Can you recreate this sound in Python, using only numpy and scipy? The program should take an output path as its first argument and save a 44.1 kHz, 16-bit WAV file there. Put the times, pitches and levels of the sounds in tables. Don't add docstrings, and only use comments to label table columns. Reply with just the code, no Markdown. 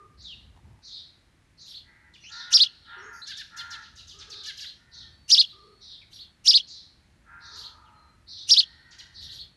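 import sys
import numpy as np
from scipy import signal
from scipy.fft import rfft, irfft, next_fast_len
from scipy.io import wavfile
from scipy.ndimage import uniform_filter1d

SR = 44100
rng = np.random.default_rng(int(sys.argv[2]) if len(sys.argv) > 2 else 0)


def log_audio(samples):
    frames = np.atleast_2d(samples).T
    limited = np.clip(frames, -1, 1)
    pcm = np.round(limited * 32767).astype(np.int16)
    wavfile.write(sys.argv[1], SR, pcm)


N = 421596


def undb(db):
    return 10 ** (np.asarray(db) / 20)


def unit(x):
    return x / np.sqrt(np.mean(x ** 2) + 1e-20)


def add(out, start_s, x):
    i = int(round(start_s * SR))
    x, i = x[max(-i, 0):], max(i, 0)
    out[i:i + len(x)] += x[:max(len(out) - i, 0)]


def ramp(u):
    return np.sin(np.pi / 2 * np.clip(u, 0, 1)) ** 2


def swell(t, edge):
    return ramp(np.minimum(t, t[-1] - t) / (edge * t[-1]))


def bend(along, start_hz, middle_hz, end_hz):
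    curve = np.polyfit([0, .5, 1], [start_hz, middle_hz, end_hz], 2)
    return np.polyval(curve, np.clip(along, 0, 1))


def phase_of(hz):
    return 2 * np.pi * (np.cumsum(hz) / SR + rng.random())


def wobble(t, hz):
    return np.interp((t - t[0]) * hz, np.arange(4096), rng.standard_normal(4096))


def colour(x, points):
    hz, db = np.transpose(points)
    size = next_fast_len(len(x))
    bins_hz = np.maximum(np.fft.rfftfreq(size, 1 / SR), 1)
    gain = undb(np.interp(np.log(bins_hz), np.log(hz), db))
    return irfft(rfft(x, size) * gain, size)[:len(x)]


def resonate(x, hz, width_hz):
    return signal.lfilter(*signal.iirpeak(hz, hz / width_hz, fs=SR), x)


def yard(x, echo_db, early_s, late_db, late_s=1.0):
    t = np.arange(int(1.2 * SR)) / SR
    early, late = rng.standard_normal((2, len(t)))
    early = unit(early * undb(-60 * t / early_s) * (1 - np.exp(-t / .0037)))
    late = colour(late, [(300, -2), (2000, 7), (2900, -4), (3700, -7.5), (4300, -3), (4900, -15.5),
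                         (10000, -10.5)])
    late = unit(late * undb(-60 * t / late_s) * (1 - np.exp(-t / .017)))
    echo = signal.fftconvolve(x, (early + undb(late_db) * late) / np.sqrt(len(t)))[:N]
    return (x + undb(echo_db) * echo) / np.sqrt(1 + undb(2 * echo_db))


def air(hiss_db=-61, calm_db=-74.5):
    # frequency_hz, gain_db
    hiss_shape = [(15, -47), (25, 0.5), (85, -2.5), (246, -14), (296, -17.5), (346, -14.5), (383, -23.5),
                  (815, -25.5), (1030, -27), (1920, -25), (2770, -31), (10700, -44), (12500, -51),
                  (16200, -92.5), (22000, -120)]
    # start_s, length_s, level_db
    gust_table = [(-.1, 0.91, -55.5), (0.588, .22, -52), (3.355, 1.3, -62), (4.853, .45, -60.5),
                  (6.59, 2.82, -65.5), (9.099, 0.48, -54)]
    t = np.arange(N) / SR
    hiss = unit(colour(rng.standard_normal(N), hiss_shape)) * undb(hiss_db + .28 * wobble(t, 4.9))
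    rumble_shape = [(20, -42.5), (45, -4), (75, 1.5), (150, -12), (300, -24.5), (1000, -40.5),
                    (4000, -61.5)]
    rumble = unit(colour(rng.standard_normal(N), rumble_shape))
    wind = np.full(N, undb(calm_db))
    for start_s, length_s, level_db in gust_table:
        t = np.arange(int(length_s * SR)) / SR
        add(wind, start_s, undb(level_db) * swell(t, .36))
    return colour(hiss + rumble * wind, [(15, -36), (30, -12), (52, -2), (12000, 5)])


def rustles(ticks_per_s=500):
    # start_s, length_s, level_db
    rustle_table = [(0.541, 0.06442, -62), (0.629, 0.20436, -68.5)]
    out = np.zeros(N)
    for start_s, length_s, level_db in rustle_table:
        t = np.arange(int(length_s * SR)) / SR
        ticks = rng.standard_normal(len(t)) * (rng.random(len(t)) < ticks_per_s / SR)
        ticks = colour(ticks, [(200, 9), (550, -6), (900, 13), (1500, -9.5), (4000, -11), (11000, -23)])
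        add(out, start_s, undb(level_db) * swell(t, .15) * unit(ticks))
    return out


def hoots():
    # start_s, length_s, pitch_hz, level_db, overtone_db
    hoot_table = [(-.04, 0.11, 403.6, -50.5, 10.5), (2.96, 0.14, 414, -51.5, 3.5),
                  (4.137, 0.0866, 414.6, -61, 2), (4.271, 0.13, 412, -58, -1.5),
                  (5.523, 0.13, 400, -58.5, 6), (5.638, 0.11113, 405.6, -58.5, -3),
                  (7.518, 0.12654, 418, -66.5, -18)]
    out = np.zeros(N)
    for start_s, length_s, pitch_hz, level_db, overtone_db in hoot_table:
        t = np.arange(int(length_s * SR)) / SR
        tone = np.sin(phase_of(pitch_hz * (1 + .11 * wobble(t, 250))))
        overtone = np.sin(phase_of(3 * pitch_hz * (1 + .04 * wobble(t, 250))))
        add(out, start_s, undb(level_db) * swell(t, .083) * unit(tone + undb(overtone_db) * overtone))
    return out


def crows(rattle_hz=82, rattle_depth=.62):
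    # start_s, length_s, start_hz, middle_hz, end_hz, level_db, growth_db, throat_ratio
    caw_table = [(1.814, .36, 451, 420.2, 470, -59.5, -1, 1.12),
                 (2.278, 0.32, 419.3, 480, 438, -44, 4.5, 0.95),
                 (2.84, 0.41, 427.2, 478, 422, -44, -3, 0.93),
                 (3.486, 0.37786, 431, 466, 415, -43.5, 0, 0.94195),
                 (4.132, .4, 422.4, 430, 400, -61, 0, 0.88), (4.72, 0.48, 440, 470, 336, -64.5, 4, 1.02),
                 (7.231, 0.45, 445.4, 465, 420, -51.5, -13.5, 0.91),
                 (7.397, 0.83, 470.4, 440, 395, -57.5, -6.5, 0.69),
                 (8.477, 0.72, 419, 445, 610, -60.5, 6, 1.06),
                 (8.907, 0.51, 477, 425, 410, -64.5, 9, 1.072)]
    # centre_hz (before throat_ratio), width_hz, gain_db
    throat_bands = [(883, 170, -7.5), (1447, 260, 2), (1774, 190, 6.5), (2120, 260, -20)]
    out = np.zeros(N)
    for start_s, length_s, start_hz, middle_hz, end_hz, level_db, growth_db, throat_ratio in caw_table:
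        t = np.arange(int(length_s * SR)) / SR
        along = t / length_s
        hz = bend(along, start_hz, middle_hz, end_hz)
        phase = phase_of(hz * (1 + .024 * wobble(t, 900)))
        rattle = phase_of(rattle_hz * hz / middle_hz * (1 + .099 * wobble(t, 160)))
        voice = sum(np.sin(k * (phase + .17 * (k - 1) * np.sin(rattle))) for k in range(2, 6))
        hoarse = 1.6 * (length_s / .4) ** 2
        voice = voice * (1 + rattle_depth * np.cos(rattle)) + hoarse * rng.standard_normal(len(t))
        caw = 0
        for centre_hz, width_hz, gain_db in throat_bands:
            ring_hz = centre_hz * throat_ratio
            caw += undb(gain_db) * resonate(resonate(voice, ring_hz, width_hz), ring_hz, width_hz)
        add(out, start_s, unit(caw) * swell(t, .26) * undb(level_db + growth_db * (along - .5)))
    return out


def twitter(count=18, span_s=(1.95, 3.2), range_hz=(2860, 6450), note_s=.067, glide=.11, level_db=-60):
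    out, t = np.zeros(N), np.arange(int(note_s * SR)) / SR
    for when, height, slope in rng.random((count, 3)):
        slide = glide * (2 * slope - 1) * t / t[-1]
        hz = np.interp(height, [0, 1], range_hz) * (1 + slide + .028 * wobble(t, 300))
        note = swell(t, .26) * unit(np.sin(phase_of(hz)))
        add(out, np.interp(when, [0, 1], span_s), undb(level_db) * note)
    return out


def cheeps(base_s=.215, glide_hz=(4600, 3640), upper_ratio=1.224, trill_hz=170):
    # start_s, level_db, pitch_ratio, length_ratio
    cheep_table = [(.165, -43.5, 0.95, 0.89), (0.813, -41, 0.96, 1), (1.565, -44, 0.97, 0.81),
                   (2.296, -39, 0.97, 0.81), (2.821, -51.5, 0.79, 1), (3.239, -40.5, 0.9099, 0.651),
                   (4.295, -41, 0.9228, 1), (4.904, -43, 0.96, 0.75), (5.795, -43.5, 0.94, 0.91),
                   (6.661, -41, 1.03, 0.71), (7.391, -46.5, 0.94, 1), (7.488, -42, 1.0725, 0.7),
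                   (8.258, -39, 0.97, 0.94), (9.13, -42, 0.9844, 0.73)]
    out = np.zeros(N)
    for start_s, level_db, pitch_ratio, length_ratio in cheep_table:
        t = np.arange(0, base_s, 1 / (SR * length_ratio))
        trill = .08 * np.sin(phase_of(trill_hz * (1 + .18 * wobble(t, 100))))
        waver = .055 * wobble(t, 900) + .039 * wobble(t, 50)
        hz = pitch_ratio * np.linspace(*glide_hz, len(t)) * (1 + trill + waver)
        lower = phase_of(hz)
        upper = phase_of(upper_ratio * hz * (1 + .1 * wobble(t, 70)))
        tone = np.sin(lower) + undb(-6) * np.sin(upper) + undb(-37.5) * np.sin(2 * lower)
        add(out, start_s, unit(tone) * undb(level_db + 2.5 * wobble(t, 60)) * swell(t, .25))
    return colour(out, [(2600, -6.5), (3300, -4.5), (4100, -2), (5500, -4), (7500, -1)])


def whistles():
    # start_s, length_s, start_hz, end_hz, level_db, octave_db, roughness (0-1)
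    whistle_table = [(0.241, 0.11, 4050, 2653, -44.5, -41, 0.25), (2.135, .035, 4304, 2193, -55, -20, 0.4),
                     (2.233, 0.078, 2450, 3460, -47.5, -5.5, .7),
                     (3.216, 0.0375, 4000, 4310, -41.5, -31, 0.46),
                     (3.123, 0.098, 5900, 5350, -59, -10, 0.83),
                     (5.1, 0.21404, 4480, 4480, -66.5, -32.5, 0.08),
                     (5.616, 0.3, 4440, 4319, -67.5, -19, 0), (6.014, .025, 2450, 2186, -56, -13, 0.63),
                     (7.847, 0.051, 3500, 2664, -67, -22.5, 0.5), (7.92, .06, 2700, 3124, -77.5, -26, 0.4),
                     (7.939, 0.19, 4150, 4110, -68, -34, 0.12)]
    out = np.zeros(N)
    for start_s, length_s, start_hz, end_hz, level_db, octave_db, roughness in whistle_table:
        t = np.arange(int(length_s * SR)) / SR
        shake = roughness * (.11 * wobble(t, 900) + .05 * wobble(t, 150))
        phase = phase_of(np.geomspace(start_hz, end_hz, len(t)) * (1 + shake))
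        tone = unit(np.sin(phase) + undb(octave_db) * np.sin(2 * phase))
        add(out, start_s, undb(level_db + .8 * wobble(t, 80)) * swell(t, .12) * tone)
    return out


def scolds(base_s=.076, arch_hz=(477, 589.4, 413), full_db=-40, far_span_db=7.5):
    # start_s, level_db, pitch_ratio, length_ratio
    scold_table = [(2.135, -56, 1.33, 0.4), (3.262, -39.5, 0.97, 1), (3.362, -40, 1.03, 0.93),
                   (3.56, -38.5, 1.18, 0.925), (3.697, -42.5, 1.03, 0.93), (3.81, -51, 0.55, 0.8078),
                   (3.95, -47, 1.67, 0.92), (4.065, -47, 1.96, 0.98), (4.18, -46, 0.82, 0.85),
                   (4.452, -37, 1.02, 0.9), (4.292, -44.5, 1.5, 0.77), (4.43, -44, 1.35, 0.53),
                   (4.568, -44.5, 1.7, 0.52), (4.595, -42, 0.97, 0.88), (8.905, -48.5, 0.82, 0.49),
                   (8.98, -45.5, 1.41, 0.53)]
    near, far = np.zeros(N), np.zeros(N)
    for start_s, level_db, pitch_ratio, length_ratio in scold_table:
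        t = np.arange(0, base_s, 1 / (SR * length_ratio))
        weaker_db = max(full_db - level_db, 0)
        far_share = ramp(weaker_db / far_span_db)
        shake = (.027 + .007 * weaker_db) * wobble(t, 1200) + .025 * wobble(t, 45)
        hz = pitch_ratio * bend(t / t[-1], *arch_hz) * (1 + shake)
        beak_hz = bend(t / t[-1], 7500, 4350, 2550)
        tone = 0
        for k in range(3, 21):
            gain = undb(3.5 * wobble(t, 300)) / np.hypot(1, (k * hz - beak_hz) / 520)
            tone += gain * np.sin(phase_of(k * hz))
        note = unit(tone) * undb(level_db) * swell(t, .26)
        add(near, start_s, np.sqrt(1 - far_share) * note)
        add(far, start_s, np.sqrt(far_share) * note)
    near = colour(near, [(1200, 2), (1750, 10), (2400, -6), (3000, 1.5), (4000, 3), (6800, -3.5),
                         (8000, -12.5), (12000, -4.5)])
    far = colour(far, [(1200, -.5), (2400, -3.5), (4000, 3.5), (6800, -2), (8000, -10), (12000, -10)])
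    return near, far


def membrane(t, hz, strength, roughness):
    phase = phase_of(hz * (1 + .007 * wobble(t, 120) + .085 * roughness * wobble(t, 1500)))
    flutter = 1 + np.clip(roughness, 0, 1) * np.tanh(wobble(t, 900))
    return np.sqrt(2) * strength * undb(.54 * wobble(t, 200)) * flutter * np.sin(phase)


def voice_box(t, breath, pitch_ratio, idle_hz=2917.9, idle_db=-35.5, upper_ratio=1.118):
    # start_s, rise_s, hold_s, fall_s, peak_hz, lower_side_db, upper_side_db
    push_table = [(0.0119, .020, .012, .019, 5042, -14, -12.8), (.071, .040, .001, .015, 4478, -13, -16.5),
                  (.142, .008, .001, .009, 3480, -28.5, -45.5)]
    # start_s, length_s, start_hz, middle_hz, end_hz, level_db
    sag_table = [(0.057, 0.024, 5530, 4850, 5500, -22.5), (0.117, .018, 5200, 4500, 3600, -29.5)]
    effort, hz, lower, upper = 0, idle_hz, undb(idle_db) * breath, 0
    for start_s, rise_s, hold_s, fall_s, peak_hz, lower_db, upper_db in push_table:
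        end_s = start_s + rise_s + hold_s + fall_s
        push = ramp((t - start_s) / rise_s) * ramp((end_s - t) / fall_s)
        effort += push
        hz += (peak_hz - idle_hz) * push
        lower_push = np.sin(np.pi / 2 * np.minimum(push / .65, 1))
        lower = np.hypot(lower, undb(lower_db) * lower_push)
        upper += undb(upper_db) * push ** .78
    hz = pitch_ratio * hz
    roughness = .048 + .65 * np.exp(-effort / .25)
    octave = undb(-46.5) * breath + undb(-22.5) * np.exp(-((t - .013) / .0081) ** 2)
    tone = membrane(t, hz, lower, roughness) + membrane(t, hz * upper_ratio, upper, roughness)
    tone += membrane(t, 2 * hz, octave, np.maximum(roughness, .44))
    for start_s, length_s, *sag_hz, level_db in sag_table:
        along = (t - start_s) / length_s
        strength = undb(level_db) * ramp(np.minimum(along, 1 - along) / .083)
        tone += membrane(t, pitch_ratio * bend(along, *sag_hz), strength, roughness=.45)
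    return tone, roughness


def chirps(table, mix_db, rasp_db, hiss_db, base_s=.186, lead_s=.02, rise_s=.023, fall_s=.033):
    # frequency_hz, gain_db
    mix_shape = [(100, -70.5), (300, -42), (550, -18), (2000, -26.5), (8000, -12.5), (12000, -4.5)]
    rasp_shape = [(1500, -30), (2400, -24.5), (3100, -6.5), (5400, 0), (6800, -26.5), (9000, -38)]
    hiss_shape = [(1000, -13), (3000, -6), (6200, 11.5), (7700, -5), (9100, 2.5), (10000, -13),
                  (11500, -5), (12500, -19.5)]
    beak_shape = [(500, -28), (1600, -4), (2300, -4.5), (2900, -5), (6700, -2), (7800, -5),
                  (9000, -1.5), (11500, -4), (12500, -4)]
    out = np.zeros(N)
    for start_s, level_db, pitch_ratio, length_ratio in table:
        t = np.arange(-lead_s, base_s - lead_s, 1 / (SR * length_ratio))
        opening = np.minimum((t - t[0]) / rise_s, (t[-1] - t) / fall_s)
        breath = undb(28 * (np.minimum(opening, 1) - 1))
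        tone, roughness = voice_box(t, breath, pitch_ratio)
        mixed = undb(mix_db) * colour(tone ** 2, mix_shape)
        loudness = np.sqrt(np.abs(uniform_filter1d(tone ** 2, int(SR / 200))))
        rasp = unit(colour(rng.standard_normal(len(t)), rasp_shape))
        rasp *= undb(rasp_db) * loudness * roughness
        hiss = unit(colour(rng.standard_normal(len(t)), hiss_shape))
        hiss *= undb(hiss_db - 100 * t) * breath
        voice = colour(tone + rasp + hiss, beak_shape)
        add(out, start_s - lead_s, undb(level_db) * (voice + mixed) * swell(t - t[0], .04))
    return out


def scene():
    # start_s, level_db, pitch_ratio, length_ratio
    young_chirps = [(2.520, 2, 0.98, 0.9738), (5.2955, 2.5, 0.98, 0.99), (6.4575, 2.5, 0.98, 0.98),
                    (8.4885, 2, 0.98, 0.9718)]
    # start_s, level_db, pitch_ratio, length_ratio
    neighbour_chirps = [(1.665, -26.5, 0.99, 0.93), (4.575, -25, 0.9488, 0.94), (5.415, -34, 0.93, 0.88),
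                        (6.115, -27.5, 1, 0.92), (7.565, -25.5, 0.99, 0.89), (9.21, -28, 1, 0.97),
                        (9.315, -25, 1, 0.89)]
    young = chirps(young_chirps, mix_db=-22, rasp_db=-4, hiss_db=-34)
    young = yard(young, echo_db=-16, early_s=.083, late_db=-16)
    neighbour = chirps(neighbour_chirps, mix_db=-11.5, rasp_db=-3, hiss_db=-26)
    neighbour = colour(neighbour, [(3000, 4), (4400, .5), (5200, -13), (8000, 1.5), (10000, -12.5),
                                   (11200, 8.5)])
    near_scolds, far_scolds = scolds()
    neighbour = yard(neighbour, echo_db=2, early_s=.23, late_db=-18.5)
    near = yard(near_scolds + whistles(), echo_db=-7.5, early_s=.53, late_db=-18.5)
    far = yard(cheeps() + far_scolds + twitter(), echo_db=3, early_s=.44, late_db=-17)
    distant = yard(crows() + hoots(), echo_db=-2.5, early_s=.42, late_db=-17.5)
    return (young + neighbour + near + far + distant + rustles() + air())[None]


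def record(dry):
    return signal.sosfilt(signal.ellip(8, .2, 70, 12100, fs=SR, output="sos"), dry)


dry = scene()
out = record(dry)
log_audio(out)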